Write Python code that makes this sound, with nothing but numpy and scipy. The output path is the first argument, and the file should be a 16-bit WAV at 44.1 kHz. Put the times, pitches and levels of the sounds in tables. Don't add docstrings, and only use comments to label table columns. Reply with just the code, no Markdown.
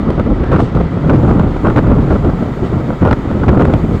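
import sys
import numpy as np
from scipy import signal
from scipy.fft import rfft, irfft
from scipy.io import wavfile
from scipy.ndimage import uniform_filter1d

SR = 44100
rng = np.random.default_rng(int(sys.argv[2]) if len(sys.argv) > 2 else 0)


def store_pcm(level_fs):
    pcm = np.round(np.clip(level_fs, -1, 1) * 32767).astype(np.int16)
    wavfile.write(sys.argv[1], SR, np.atleast_2d(pcm).T)


N = 176400
TIME = np.arange(N) / SR

# time in seconds, level in dB.
WIND_LEVEL = [(0, -14.5), (.09, -10.5), (.14, -16), (.24, -15), (.29, -8.5), (.35, -16), (.5, -11),
              (.6, -15), (.66, -12.5), (.73, -20.5), (.8, -8.5), (.84, -15.5), (1.0, -14), (1.06, -10),
              (1.16, -6), (1.19, -9), (1.25, -5), (1.4, -10), (1.45, -12.5), (1.6, -15.5), (1.69, -7),
              (1.74, -12), (1.81, -13), (1.86, -5), (1.97, -6), (2.06, -12.5), (2.12, -7), (2.21, -14),
              (2.27, -9.5), (2.35, -14), (2.47, -14), (2.56, -19.5), (2.66, -14), (2.85, -13),
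              (2.94, -14.5), (2.98, -33), (3.03, -3), (3.12, -16.5), (3.15, -20.5), (3.28, -13.5),
              (3.38, -13), (3.47, -14.5), (3.51, -6), (3.64, -8), (3.73, -8.5), (3.77, -10), (3.82, -13),
              (3.94, -13.5), (4, -22.5)]
DEEP_LEVEL = [(0, -29.5), (.35, -19), (.7, -25), (1.05, -35), (1.35, -17), (1.6, -20.5), (1.97, -19),
              (2.12, -30), (2.27, -16), (2.5, -32), (3.2, -28), (3.6, -20.5), (4, -26)]
DRONE_LEVEL = [(0, -20), (.3, -21.5), (.68, -34), (.79, -12), (.88, -22), (1.05, -14), (1.35, -18.5),
               (1.55, -23.5), (1.9, -20), (2.12, -14), (2.4, -22.5), (2.58, -32.5), (2.8, -18),
               (3.0, -33.5), (3.35, -24), (3.55, -14.5), (3.8, -17), (4, -24)]
HISS_LEVEL = [(0, -57), (.45, -68), (.95, -55.5), (1.25, -46.5), (1.47, -52.5), (1.65, -49.5),
              (2.35, -49.5), (2.8, -49.5), (3.3, -51), (3.7, -48.5), (4, -47)]

# frequency in Hz, relative level in dB.
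RUMBLE_SPECTRUM = [(20, -17.5), (40, -6.5), (70, 3), (120, 2), (165, -2), (230, -2), (310, -6.5),
                   (500, -14), (800, -24.5), (1600, -54)]
FLUTTER_SPECTRUM = [(120, -16), (300, 5), (550, -7.5), (900, -9.5), (1350, -10), (1700, -29), (2500, -28),
                    (5000, -45)]
DEEP_SPECTRUM = [(18, -13), (40, 14), (65, -5.5), (110, -30.5)]
THUMP_SPECTRUM = [(30, -0.5), (120, 11), (300, 2), (600, -8), (1000, -36), (2000, -29)]
CRACK_SPECTRUM = [(200, 9), (550, 6), (950, 0), (1400, 4), (1800, -18.5), (2800, -27), (4500, -33),
                  (9000, -43.5)]
SNAP_SPECTRUM = [(150, 1.5), (500, 11), (1300, 3.5), (2000, -11.5), (3200, -15), (5000, -26.5), (8000, -31),
                 (15000, -46)]
ROLL_SPECTRUM = [(40, -8), (130, -2), (400, -7), (700, -14), (1300, -19), (2000, -22.5), (2600, -29.5),
                 (3400, -30), (4500, -33.5), (5600, -39.5), (7200, -43), (8500, -45), (10000, -61),
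                 (16000, -75)]
HISS_SPECTRUM = [(3000, -16.5), (5500, -8), (6800, 0), (7150, 2.5), (7500, -2), (8300, -5), (9800, -12.5),
                 (12300, -7.5), (14000, -9.5), (16000, -10.5)]
BRUSH_SPECTRUM = [(1500, -18), (3000, 2), (4600, -2.5), (6000, -8), (8300, -7.5), (10000, -31),
                  (16000, -37)]
GRIND_SPECTRUM = [(700, -18), (1200, -8), (1650, 3), (2000, -13), (3000, -22), (4500, -30)]

# start in seconds, length in seconds, thump in dB, crack in dB.
BUFFET_HITS = [(0.111, 0.011, -33, -28), (0.177, 0.031, -16, -18), (0.301, 0.012, -14, -30),
               (0.433, 0.009, -10, -20), (0.52, 0.045, -4, -11.5), (0.584, 0.016, -8, -13),
               (0.601, 0.017, -12, -26), (0.748, 0.031, -7, -22.5), (0.8, 0.014, -4.5, -23),
               (1.096, 0.0068, -0.5, -7), (1.133, 0.026, -4.5, -23.5), (1.235, 0.0087, -11, -29),
               (1.289, 0.029, -15.5, -16), (1.395, 0.019, -6.5, -20.5), (1.561, 0.0053, -11.5, -19),
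               (1.647, 0.03, -25, -12), (1.683, 0.025, -12, -15.5), (1.76, 0.03, -3.5, -11),
               (1.866, 0.0035, -5, -20), (2.102, 0.063, -9.5, -18.5), (2.246, 0.014, -11, -19.5),
               (2.288, 0.011, -11.5, -19), (2.423, 0.0073, -8.5, -23), (2.903, 0.0041, -20, -17),
               (3.013, 0.025, -3, -19), (3.051, 0.044, -9.5, -14.5), (3.110, 0.026, -3.5, -10),
               (3.301, 0.0093, -26, -27), (3.434, 0.012, -24, -16.5), (3.481, 0.015, 4.5, -9),
               (3.543, .012, -33, -15.5), (3.594, 0.0262, -4.5, -14), (3.644, 0.0063, -4.5, -21),
               (3.695, 0.012, -8, -17.5), (3.739, 0.0095, -6.5, -13.5), (3.838, 0.011, -7, -41),
               (3.948, 0.0044, -6, -22)]
# start in seconds, strength in dB.
SNAP_HITS = [(0.1035, -7), (.1965, -7.5), (.517, -6.5), (.5926, -6), (0.6028, -3.5), (1.1, -18),
             (1.3959, -5), (1.6694, -4.5), (1.7, -9), (1.7616, -3.5), (1.7725, -1), (1.784, -8),
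             (1.7891, -2), (2.904, -16), (3.051, -5), (3.0728, -5), (3.111, -5), (3.1283, 2), (3.313, -11),
             (3.439, -11.5), (3.488, -7.5), (3.6127, -6.5), (3.621, -6.5), (3.6525, -3), (3.738, 0.5)]
# pitch in Hz, band width in Hz, level in dB.
STEEL_RINGS = [(1290, 150, -40.5), (1970, 140, -46), (2230, 180, -50), (3043, 120, -55), (3290, 110, -55.5),
               (3630, 100, -56), (4650, 170, -64)]
# peak time in seconds, width in seconds, level in dB.
FLANGE_BRUSHES = [(.625, .035, -37), (1.3, 0.018, -41), (2.13, 0.026, -43), (2.66, 0.024, -41),
                  (3.95, 0.024, -42.5)]


def slipstream():
    gust_db = in_time(WIND_LEVEL) + 12.5
    eddies = drift(rate=40)
    rumble_db = -15 + 1.21 * gust_db + 4 * eddies
    rumble = steadied(noise(RUMBLE_SPECTRUM), span_s=.025) * from_db(rumble_db)
    rough_air = noise(FLUTTER_SPECTRUM) * from_db(2.5 * eddies)
    flutter = steadied(rough_air, span_s=0.19) * from_db(-23.5 + 1.1 * gust_db)
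    deep = steadied(noise(DEEP_SPECTRUM), span_s=0.044) * from_db(in_time(DEEP_LEVEL))
    return rumble + flutter + deep


def buffets():
    attack_s, release_s = 0.002, 0.0043
    thump_gain, crack_gain = np.zeros(N), np.zeros(N)
    for start, length, thump_db, crack_db in BUFFET_HITS:
        age = TIME - start
        rise = np.clip(age / attack_s + .5, 0, 1)
        fall = np.exp(-np.maximum(age - length, 0) / release_s)
        thump_gain += from_db(thump_db) * rise * fall
        crack_gain += from_db(crack_db) * rise * fall
    thump = thump_gain * steadied(noise(THUMP_SPECTRUM), span_s=0.0052)
    crack = crack_gain * noise(CRACK_SPECTRUM)
    raggedness = from_db(2.82 * drift(rate=120))
    return thump + crack * raggedness


def snaps():
    rise_s, hold_s, decay_s = 0.0055, 0.0015, 0.0016
    gain = np.zeros(N)
    for start, db in SNAP_HITS:
        age = TIME - start
        rise = np.sin(np.pi / 2 * np.clip(age / rise_s + .5, 0, 1)) ** 2
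        fall = np.exp(-np.maximum(age - hold_s, 0) / decay_s)
        gain += from_db(db) * rise * fall
    return gain * steadied(noise(SNAP_SPECTRUM), span_s=0.0023)


def wind_drone():
    centre_hz, blur_hz = 164.8, 9.6
    pitch_hz = centre_hz * np.exp(.14 * drift(rate=3.973))
    phase = 2 * np.pi * np.cumsum(pitch_hz) / SR
    band = drift(blur_hz) * np.cos(phase) + drift(blur_hz) * np.sin(phase)
    return steadied(band, span_s=0.12) * from_db(in_time(DRONE_LEVEL))


def rolling_wheels():
    return noise(ROLL_SPECTRUM) * from_db(-24.5 + 0.72 * drift(rate=24))


def ringing_steel():
    rings = np.zeros(N)
    for hz, width_hz, db in STEEL_RINGS:
        band = signal.butter(2, [hz - width_hz / 2, hz + width_hz / 2], "band", fs=SR, output="sos")
        ring = signal.sosfilt(band, rng.standard_normal(N))
        waver = from_db(1.8 * drift(rate=3.6))
        rings += from_db(db) * rms_one(ring * waver)
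    return rings


def rail_hiss():
    grind = from_db(-32) * swell(peak_s=.47, width_s=0.054) * noise(GRIND_SPECTRUM)
    hiss = noise(HISS_SPECTRUM) * from_db(in_time(HISS_LEVEL))
    brush_gain = sum(from_db(db) * swell(peak, width) for peak, width, db in FLANGE_BRUSHES)
    return hiss + noise(BRUSH_SPECTRUM) * brush_gain + grind


def from_db(db):
    return 10 ** (np.asarray(db) / 20)


def rms_one(x):
    return x / np.sqrt(np.mean(x ** 2) + 1e-20)


def in_time(rows):
    return np.interp(TIME, *np.transpose(rows))


def noise(spectrum):
    hz, db = np.transpose(spectrum)
    freqs = np.maximum(np.arange(N // 2 + 1) * SR / N, 1)
    colour = from_db(np.interp(np.log(freqs), np.log(hz), db))
    edges = np.minimum(freqs / hz[0], 1) * np.minimum(hz[-1] / freqs, 1) ** 2
    return rms_one(irfft(rfft(rng.standard_normal(N)) * colour * edges, N))


def drift(rate):
    freqs = np.arange(N // 2 + 1) * SR / N
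    return rms_one(irfft(rfft(rng.standard_normal(N)) / (1 + (freqs / rate) ** 2), N))


def steadied(x, span_s):
    size = max(int(span_s * SR), 2)
    local_power = uniform_filter1d(uniform_filter1d(x ** 2, size), size)
    return x / np.sqrt(local_power + 1e-9)


def swell(peak_s, width_s):
    return np.exp(-.5 * ((TIME - peak_s) / width_s) ** 2)


def scene():
    wind = slipstream() + wind_drone() + buffets() + snaps()
    wheels = rolling_wheels() + ringing_steel() + rail_hiss()
    return (wind + wheels)[None]


def record(dry):
    ceiling, hardness = 0.71, 5
    treble_hz, treble_share, cutoff_hz = 2350, 0.27, 15800
    clipped = dry / (1 + np.abs(dry / ceiling) ** hardness) ** (1 / hardness)
    lows = signal.sosfilt(signal.butter(1, treble_hz, fs=SR, output="sos"), clipped)
    dulled = lows + treble_share * (clipped - lows)
    return signal.sosfilt(signal.ellip(10, .1, 90, cutoff_hz, fs=SR, output="sos"), dulled)


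dry = scene()
out = record(dry)
store_pcm(out)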